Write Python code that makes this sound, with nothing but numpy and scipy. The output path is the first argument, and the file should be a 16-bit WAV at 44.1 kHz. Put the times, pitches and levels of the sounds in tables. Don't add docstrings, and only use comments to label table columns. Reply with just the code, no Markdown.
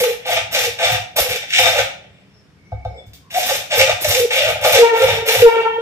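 import sys
import numpy as np
from scipy import signal
from scipy.fft import rfft, irfft, next_fast_len
from scipy.io import wavfile

SR = 44100
rng = np.random.default_rng(int(sys.argv[2]) if len(sys.argv) > 2 else 0)


def transcribe(signal):
    frames = np.atleast_2d(signal).T
    limited = np.clip(frames, -1, 1)
    pcm = np.round(limited * 32767).astype(np.int16)
    wavfile.write(sys.argv[1], SR, pcm)


N = 256220

# start_s, rise_s, length_s, rasp_db, drift_to_end_db,
# first_bite_db, grind_over_rasp_db, fizz_over_rasp_db, hum_over_rasp_db, tooth pace at start_hz, middle_hz,
# end_hz, hum_joins_after_s, hum_drift_db
STROKES = [ (0.0, 0.0017, 0.13, -33, -5, 14, 4, -3.5, 12, 503, 501, 505, 0.0056, -3.5),
           (0.25, 0.048, 0.13, -24, -9, 4, 4.5, -11, 12.8, 682, 714, 658, .01, 5.5),
           (0.51, 0.033, 0.14, -25, 0.5, 2, -0.5, -3, 6.5, 713, 526, 484, .005, 0),
           (0.78, 0.061, 0.15, -24.5, -2.5, -0.5, 3, -9.5, 12.2, 668, 660, 728, 0.011, 3.5),
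           (1.158, 0.029, 0.21, -25.5, -6.5, 8, 1, -5, 12.5, 630, 497, 485, .005, -6),
           (1.47, 0.14, 0.33, -18.5, -7.5, 0.5, 3, -10.5, 7.7, 650, 726, 553, 0.13, 7.5),
           (3.30, 0.029, 0.27, -25.5, 1.5, -10.5, -1.5, -4.5, 4.7, 718, 592, 530, 0.022, 2.5),
           (3.69, 0.1, 0.21, -22.5, -11, 6.5, 1.5, -7, 8.9, 634, 528, 592, 0.015, 6.5),
           (4.0, 0.021, 0.2, -25, 0, 1, -3.5, -3.5, 7.9, 677, 547, 515, 0.028, -4),
           (4.30, 0.017, 0.2, -25.5, -0.5, 2, 7, -13.5, 8.1, 513, 576, 644, 0.0075, 11),
           (4.61, 0.011, 0.18, -25.5, 2.5, -4.5, 2.5, -4, 14.6, 595, 626, 493, .01, -2),
           (4.92, 0.078, .24, -28.5, -4.5, 7, 7.5, -8.5, 18.5, 470, 516, 555, 0.016, 2.5),
           (5.25, 0.025, 0.17, -27, 2.5, 1, 3, -3, 12.2, 538, 546, 492, .01, 1),
           (5.47, 0.044, 0.21, -46, -32, -17, 14, -24, 32, 487, 470, 461, .01, -2), ]
# frequency_hz, density_db
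RASP_SPECTRUM = [(2180, -26.5), (3700, -8.5), (3840, -1.5), (4230, -9.5), (4710, -6.5), (5680, -1),
                 (6220, -6.5), (8500, -12.5), (9090, -22), (10000, -20), (13000, -35), (22000, -120)]
GRIND_SPECTRUM = [(880, -50.5), (1500, -13), (2070, -4.5), (2170, -5), (2330, -1.5), (2410, 1), (2520, -7),
                  (2750, -1.5), (3140, -7), (3570, -5), (3900, -17), (5070, -30), (8580, -120)]
FIZZ_SPECTRUM = [(5290, 2.5), (9000, -2.5), (10100, 4), (11900, 9.5), (14700, 4), (15400, -7)]
# frequency_hz, width_hz (before the sharpness factor), level_db
FRAME_MODES = [(2090, 40, 0), (2230, 18, 2.5), (2318, 180, -14.5), (2680, 35, -10), (2670, 65, -37),
               (3480, 68, -15), (3635, 130, 2), (4135, 135, -4), (4450, 45, -26), (5570, 81, -4),
               (5350, 42, -31), (6550, 39, -11)]
PIPE_MODES = [(326, 130, -37), (417, 193, -25.5), (502.7, 20.5, 6.5), (525.4, 30, -1.5), (646, 64, -5),
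              (695.5, 180, -2.5), (754, 69, 4), (799, 65, -6.5), (851, 78, 0), (1242, 120, -7),
              (1422, 47, -9.5), (1553, 40, -2.5)]
BENCH_MODES = [(46, 15, -9.5), (67.5, 9.3, 2.5), (105.7, 17, 8), (155, 23, -8.5)]
# middle_s, length_s, level_db
JOLTS = [(0.438, 0.29, -33.5), (0.694, 0.35, -35.5), (0.948, 0.23, -20.5), (1.218, 0.047, -25.5),
         (1.31, 0.066, -28), (1.756, 0.36, -27.5), (3.57, 0.11, -33), (3.865, 0.23, -23),
         (4.076, 0.094, -22), (4.189, 0.21, -34.5), (4.556, 0.33, -27), (4.76, 0.062, -22),
         (5.132, 0.26, -21.5), (5.409, 0.11, -17)]
# start_s, length_s, start_pitch_hz, end_pitch_hz, level_db, share_before_top
SINGING_NOTES = [(0.0, 0.17, 489.5, 479, -12.5, 0.11), (0.266, 0.044, 715, 700, -17.5, 1),
                 (0.654, 0.051, 482.6, 497, -20, 0.61), (0.895, 0.082, 700, 746, -32, .4),
                 (3.34, 0.048, 691, 712, -12, 0.97), (3.764, 0.13, 522, 533.6, -13, 0.32),
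                 (4.126, 0.1356, 482.5, 503, -11, 0.96), (4.313, 0.18, 503, 622, -18, 0.71),
                 (4.473, 0.057, 547.4, 505, -17.5, 0.53), (5.026, 0.03, 490, 510, -6, 0.57)]
# start_s, length_until_damped_s, level_db
TWANGS = [(4.786, .63, -5), (5.42, .45, -3.5)]
# multiple, level_db
UPPER_PARTIALS = [(3, 4.5), (4, 2), (5, 3.5), (6, -0.5), (7, -7), (8, -19), (9, -39), (10, -21)]
# start_s, pipe_knock_db, bench_thud_db, steel_tick_db, skid_db, skid_length_s
KNOCKS = [(2.719, -19.5, -20, -42, -77, 0.043), (2.85, -15.5, -22, -31, -74, 0.22),
          (3.061, -51.5, -35, -65, -56, 0.051), (3.134, -53, -53, -31.5, -42.5, 0.048)]
# frequency_hz, width_hz (before the sharpness factor), level_db
STEEL_CRACK = (2700, 4200, -12)
# frequency_hz, density_db
SKID_SPECTRUM = [(1180, -62), (2000, -27), (2410, -23), (2510, -23), (2660, -12), (3490, 7), (4200, -17),
                 (4420, 0), (7710, -8), (9510, -14), (15000, -5.5)]
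# start_s, length_s, frequency_hz, width_hz, level_db
SCRAPES = [(2.084, 0.16, 7670, 202, -77), (2.301, 0.14, 5350, 258, -62), (2.64, .07, 5800, 119.7, -69),
           (2.55, 0.57, 2225, 90.6, -54.5), (2.863, 0.18, 5140, 250, -62), (2.87, .2, 527, 115, -42.5),
           (2.94, 0.091, 7760, 400, -69), (2.97, 0.038, 3480, 60, -46.5), (3.22, 0.11, 1056, 60.3, -55.5)]
# frequency_hz, t60_s
WALL_DECAY = [(100, 0.23), (500, 0.52), (2000, 0.37), (6000, 0.37), (14000, 0.23)]
# frequency_hz, level_db
WALL_LEVEL = [(100, -16), (250, -16), (480, -13), (650, -7), (900, -2), (2000, -1), (6000, 1), (14000, 2)]
# frequency_hz, density_db
AIR_SPECTRUM = [(15, -68), (25, -38), (59, -2), (119, -0.5), (198, 0), (233, -13), (281, -4.5),
                (339, -16.5), (377, -9), (845, -26.5), (1610, -27.5), (4470, -37.5), (5260, -35),
                (6010, -42), (15400, -60)]
# frequency_hz, balance_db
BALANCE = [(60, 4), (99, -1.5), (160, -0.5), (270, 1.5), (450, -0.5), (740, 1), (1220, 1.5), (2010, -0.5),
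           (3320, 1.5), (5480, 1), (9050, -2.5), (15000, -1)]

RISE_POWER, BITE_S, LAG_DB_PER_S = (0.73, 1.4), 0.02, 595.5
LET_GO_DB_PER_S = (800, 327)
LINGER_DB, LINGER_DB_PER_S = (16, 27), (60, 85)
GRIND_FOLLOWS, FIZZ_FOLLOWS, HUM_FOLLOWS = 0.7, 1.22, 0.77

BLADE_HZ, TIGHT_HZ, TIGHT_S = 454.8, 24.86, 0.0405
SWAY_HZ, SWAY_DB = 5.44, -2
ENTER_S, BLOOM_S, BLOOM_DB = (0, 0.037, 0.036), (0.0068, 0.013, 0.029), (-2, -6.5, -25)
SPURT_DB, SPURT_S, RING_DB_PER_S = (8.5, 9.5, 3.5), 0.12, (17.5, 29, 28.5)

SKID_DB_PER_S = 107
AIR_DB = -50.5
EDGE_HZ = 15500


def saw():
    (rasp_gain, grind_gain, fizz_gain, hum_gain), pace_hz = strokes()
    teeth = bites(per_s=5000, spread_db=3.0) * judder(width_hz=61.8, depth_db=4.5)
    rasp = evened(coloured(teeth, RASP_SPECTRUM))

    steel = 0
    for k in range(3):
        steel = steel + judder(width_hz=6, depth_db=4) * ring(teeth, FRAME_MODES[k::3], 1.1)
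    grind = evened(coloured(teeth, GRIND_SPECTRUM)) + gain_of(-11) * evened(steel)

    chips = bites(per_s=4000, spread_db=3.5) * judder(width_hz=60.4, depth_db=4.5)
    fizz = evened(coloured(chips, FIZZ_SPECTRUM))

    paced = evened(resonate(resonate(teeth, pace_hz, 49), pace_hz, 182))
    boom = gain_of(-2.5) * evened(ring(teeth, PIPE_MODES))
    hum = (paced + boom) * judder(width_hz=24.64, depth_db=2.0)

    rocking = np.zeros(N)
    for middle, length, db in JOLTS:
        rocking += gain_of(db) * np.cos(np.pi * np.clip(since(middle) / length, -0.5, 0.5))
    bench = rocking * evened(ring(chips, BENCH_MODES))

    return (gain_of(-2.0) * rasp_gain * rasp + gain_of(1) * grind_gain * grind
            + gain_of(1.5) * fizz_gain * fizz + gain_of(-9.0) * hum_gain * hum + gain_of(-7.5) * bench)


def strokes():
    gains, pace_marks = np.zeros((4, N)), []
    follow_rates = [1, GRIND_FOLLOWS, FIZZ_FOLLOWS, HUM_FOLLOWS]
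    for k, stroke in enumerate(STROKES):
        s, rise, length, rasp_db, drift_db, bite_db, grind_db, fizz_db, hum_db = stroke[:9]
        *pace_hz, lag, hum_drift_db = stroke[9:]
        way = k % 2
        t = since(s)
        share = np.clip(t / length, 0, 1)
        after = np.maximum(t - length, 0)

        swell_db = RISE_POWER[way] * 20 * np.log10(np.clip(t / rise, 1e-4, 1))
        first_bite_db = bite_db * np.exp(-np.maximum(t - rise, 0) / BITE_S)
        slack_db = np.minimum(LET_GO_DB_PER_S[way] * after, LINGER_DB[way] + LINGER_DB_PER_S[way] * after)
        press_db = swell_db + drift_db * share + first_bite_db - slack_db

        layers_db = np.outer(follow_rates, press_db)
        layers_db[3] += hum_drift_db * share - LAG_DB_PER_S * np.maximum(lag - t, 0)
        offsets_db = np.array([[0], [grind_db], [fizz_db], [hum_db]])
        gains += (t > 0) * gain_of(rasp_db + layers_db + offsets_db)
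        pace_marks += zip((s, s + length / 2, s + length), pace_hz)
    return gains, np.interp(since(0), *np.transpose(sorted(pace_marks)))


def singing():
    out = np.zeros(N)
    waver = judder(width_hz=86, depth_db=0.41)
    flutter = judder(width_hz=30, depth_db=1.0)
    for s, length, from_hz, to_hz, db, top in SINGING_NOTES:
        share = np.clip(since(s) / length, 0, 1)
        turns = np.cumsum((from_hz + (to_hz - from_hz) * share) * waver) / SR
        swell = np.interp(share, [0, np.clip(top, 0.05, 0.95), 1], [0, 1, 0])
        out += gain_of(db + 2.0) * swell * np.cos(2 * np.pi * turns)
    return flutter * out


def blade():
    out = np.zeros(N)
    for s, length, twang_db in TWANGS:
        t = np.maximum(since(s), 0)
        hz = BLADE_HZ + TIGHT_HZ * np.exp(-t / TIGHT_S)
        turns = np.cumsum(hz * judder(width_hz=120, depth_db=0.07)) / SR
        damped = np.clip((length - t) / 0.01, 0, 1)
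        for k, db in [(1, 0.0042), (2, 0.0055)] + UPPER_PARTIALS:
            group = min(k, 3) - 1
            phase = k * turns + rng.random()
            late = np.maximum(t - ENTER_S[group], 0)
            loss_db = SPURT_DB[group] * (1 - np.exp(-late / SPURT_S)) + RING_DB_PER_S[group] * t
            level = gain_of(twang_db + db + BLOOM_DB[group] - loss_db)
            sideways = gain_of(SWAY_DB) * np.cos(2 * np.pi * (phase + k * SWAY_HZ * (late - 0.025)))
            swing = np.cos(2 * np.pi * phase) + sideways
            held = np.clip(late / BLOOM_S[group], 0, 1) * damped
            uneven = judder(width_hz=40.6, depth_db=5.4 * np.clip(late / 0.11, 0, 1))
            out += held * level * uneven * swing
    return out


def handling():
    starts, *levels_db, skids_db, skids_s = np.transpose(KNOCKS)
    out, click = np.zeros((2, N))
    click[0] = 1
    hollow = resonate(click, 656, 100) + 0.71 * resonate(click, 630, 40) + 0.018 * click
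    push = resonate(click, 46, 39.0)
    bodies = [(hollow, PIPE_MODES, 0.9), (push, BENCH_MODES, 0.8), (click, FRAME_MODES + [STEEL_CRACK], 0.6)]
    for db, (blow, modes, sharp) in zip(levels_db, bodies):
        blows = np.zeros(N)
        blows[np.round(starts * SR).astype(int)] = gain_of(db)
        response = ring(blow, modes, sharp)[:SR // 2]
        out += signal.oaconvolve(blows, response / abs(response).max())[:N]

    grit = bites(per_s=5000, spread_db=3)
    skid = np.zeros(N)
    for start, db, length in zip(starts, skids_db, skids_s):
        t = since(start)
        skid += gain_of(db - SKID_DB_PER_S * t) * (t > 0) * np.clip((length - t) / 0.039, 0, 1)
    out += skid * evened(coloured(grit, SKID_SPECTRUM))

    for start, length, hz, width, db in SCRAPES:
        swell = np.sin(np.pi * np.clip(since(start) / length, 0, 1))
        out += gain_of(db) * swell * evened(ring(grit, [(hz, width, 0)]))
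    return out


def landing(x):
    taps = np.zeros((2, SR // 2))
    at = np.arange(100, SR // 2 - 20, 20)
    at = at + rng.integers(0, 20, (2, len(at)))
    np.put_along_axis(taps, at, rng.choice([-1., 1.], at.shape), 1)
    hz, t, bands = signal.stft(taps, SR, nperseg=256)
    decay = gain_of(-60 * t / read(WALL_DECAY, hz)[:, None])
    tail = signal.istft(bands * decay, SR, nperseg=256)[1]
    tail = tail / np.linalg.norm(tail[0])
    echo = signal.fftconvolve(coloured(x, WALL_LEVEL)[None], tail, axes=1)[:, :N]
    return np.array([np.roll(x, 6), x]) + echo


def air():
    shared, left, right = rng.standard_normal((3, N))
    separate = 2.7 * coloured(np.array([left, right]), WALL_LEVEL)
    return gain_of(AIR_DB) * evened(coloured(shared + separate, AIR_SPECTRUM))


def bites(per_s, spread_db):
    draw = rng.random((3, N))
    size = gain_of(-spread_db * np.log(np.clip(draw[0], 1e-2, 1)))
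    return evened(size * np.sign(draw[1] - 0.5) * (draw[2] < per_s / SR))


def judder(width_hz, depth_db):
    wander = resonate(rng.standard_normal(N), 0, width_hz)
    return gain_of(depth_db * evened(resonate(wander, 0, width_hz)))


def ring(x, modes, sharp=1):
    out = 0
    for k, (hz, width, db) in enumerate(modes):
        r = np.exp(-np.pi * width * np.array([sharp, 1.68 * sharp]) / SR)
        poles = r * np.exp(2j * np.pi * hz / SR)
        mode = signal.lfilter([np.prod(1 - r)], np.poly(poles), x).real
        out = out + (-1) ** k * gain_of(db) * mode
    return out


def resonate(x, hz, width):
    turn = np.exp(2j * np.pi * np.cumsum(hz * np.ones(N)) / SR)
    r = np.exp(-np.pi * width / SR)
    return 2 * (turn * signal.lfilter([1 - r], [1, -r], x / turn)).real


def coloured(x, points, sign=1):
    size = next_fast_len(N)
    gain = gain_of(sign * read(points, np.fft.rfftfreq(size, 1 / SR)))
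    return irfft(rfft(x, size) * gain, size)[..., :N]


def read(points, hz):
    f, value = np.transpose(points)
    return np.interp(np.log(hz + 1), np.log(f + 1), value)


def evened(x):
    return x / np.sqrt(np.mean(x ** 2) + 1e-20)


def gain_of(db):
    return 10 ** (np.asarray(db) / 20)


def since(s):
    return np.arange(N) / SR - s


def scene():
    return landing(saw() + singing() + blade() + handling()) + air()


def record(dry):
    balanced = np.array([coloured(dry[0], BALANCE, 0.057), coloured(dry[1], BALANCE, -1.19)])
    soft = balanced / (1 + abs(balanced) ** 6) ** (1 / 6)
    lowpass = signal.firwin(1023, EDGE_HZ, window=("kaiser", 9), fs=SR)
    return signal.oaconvolve(soft, lowpass[None], "same")


dry = scene()
out = record(dry)
transcribe(out)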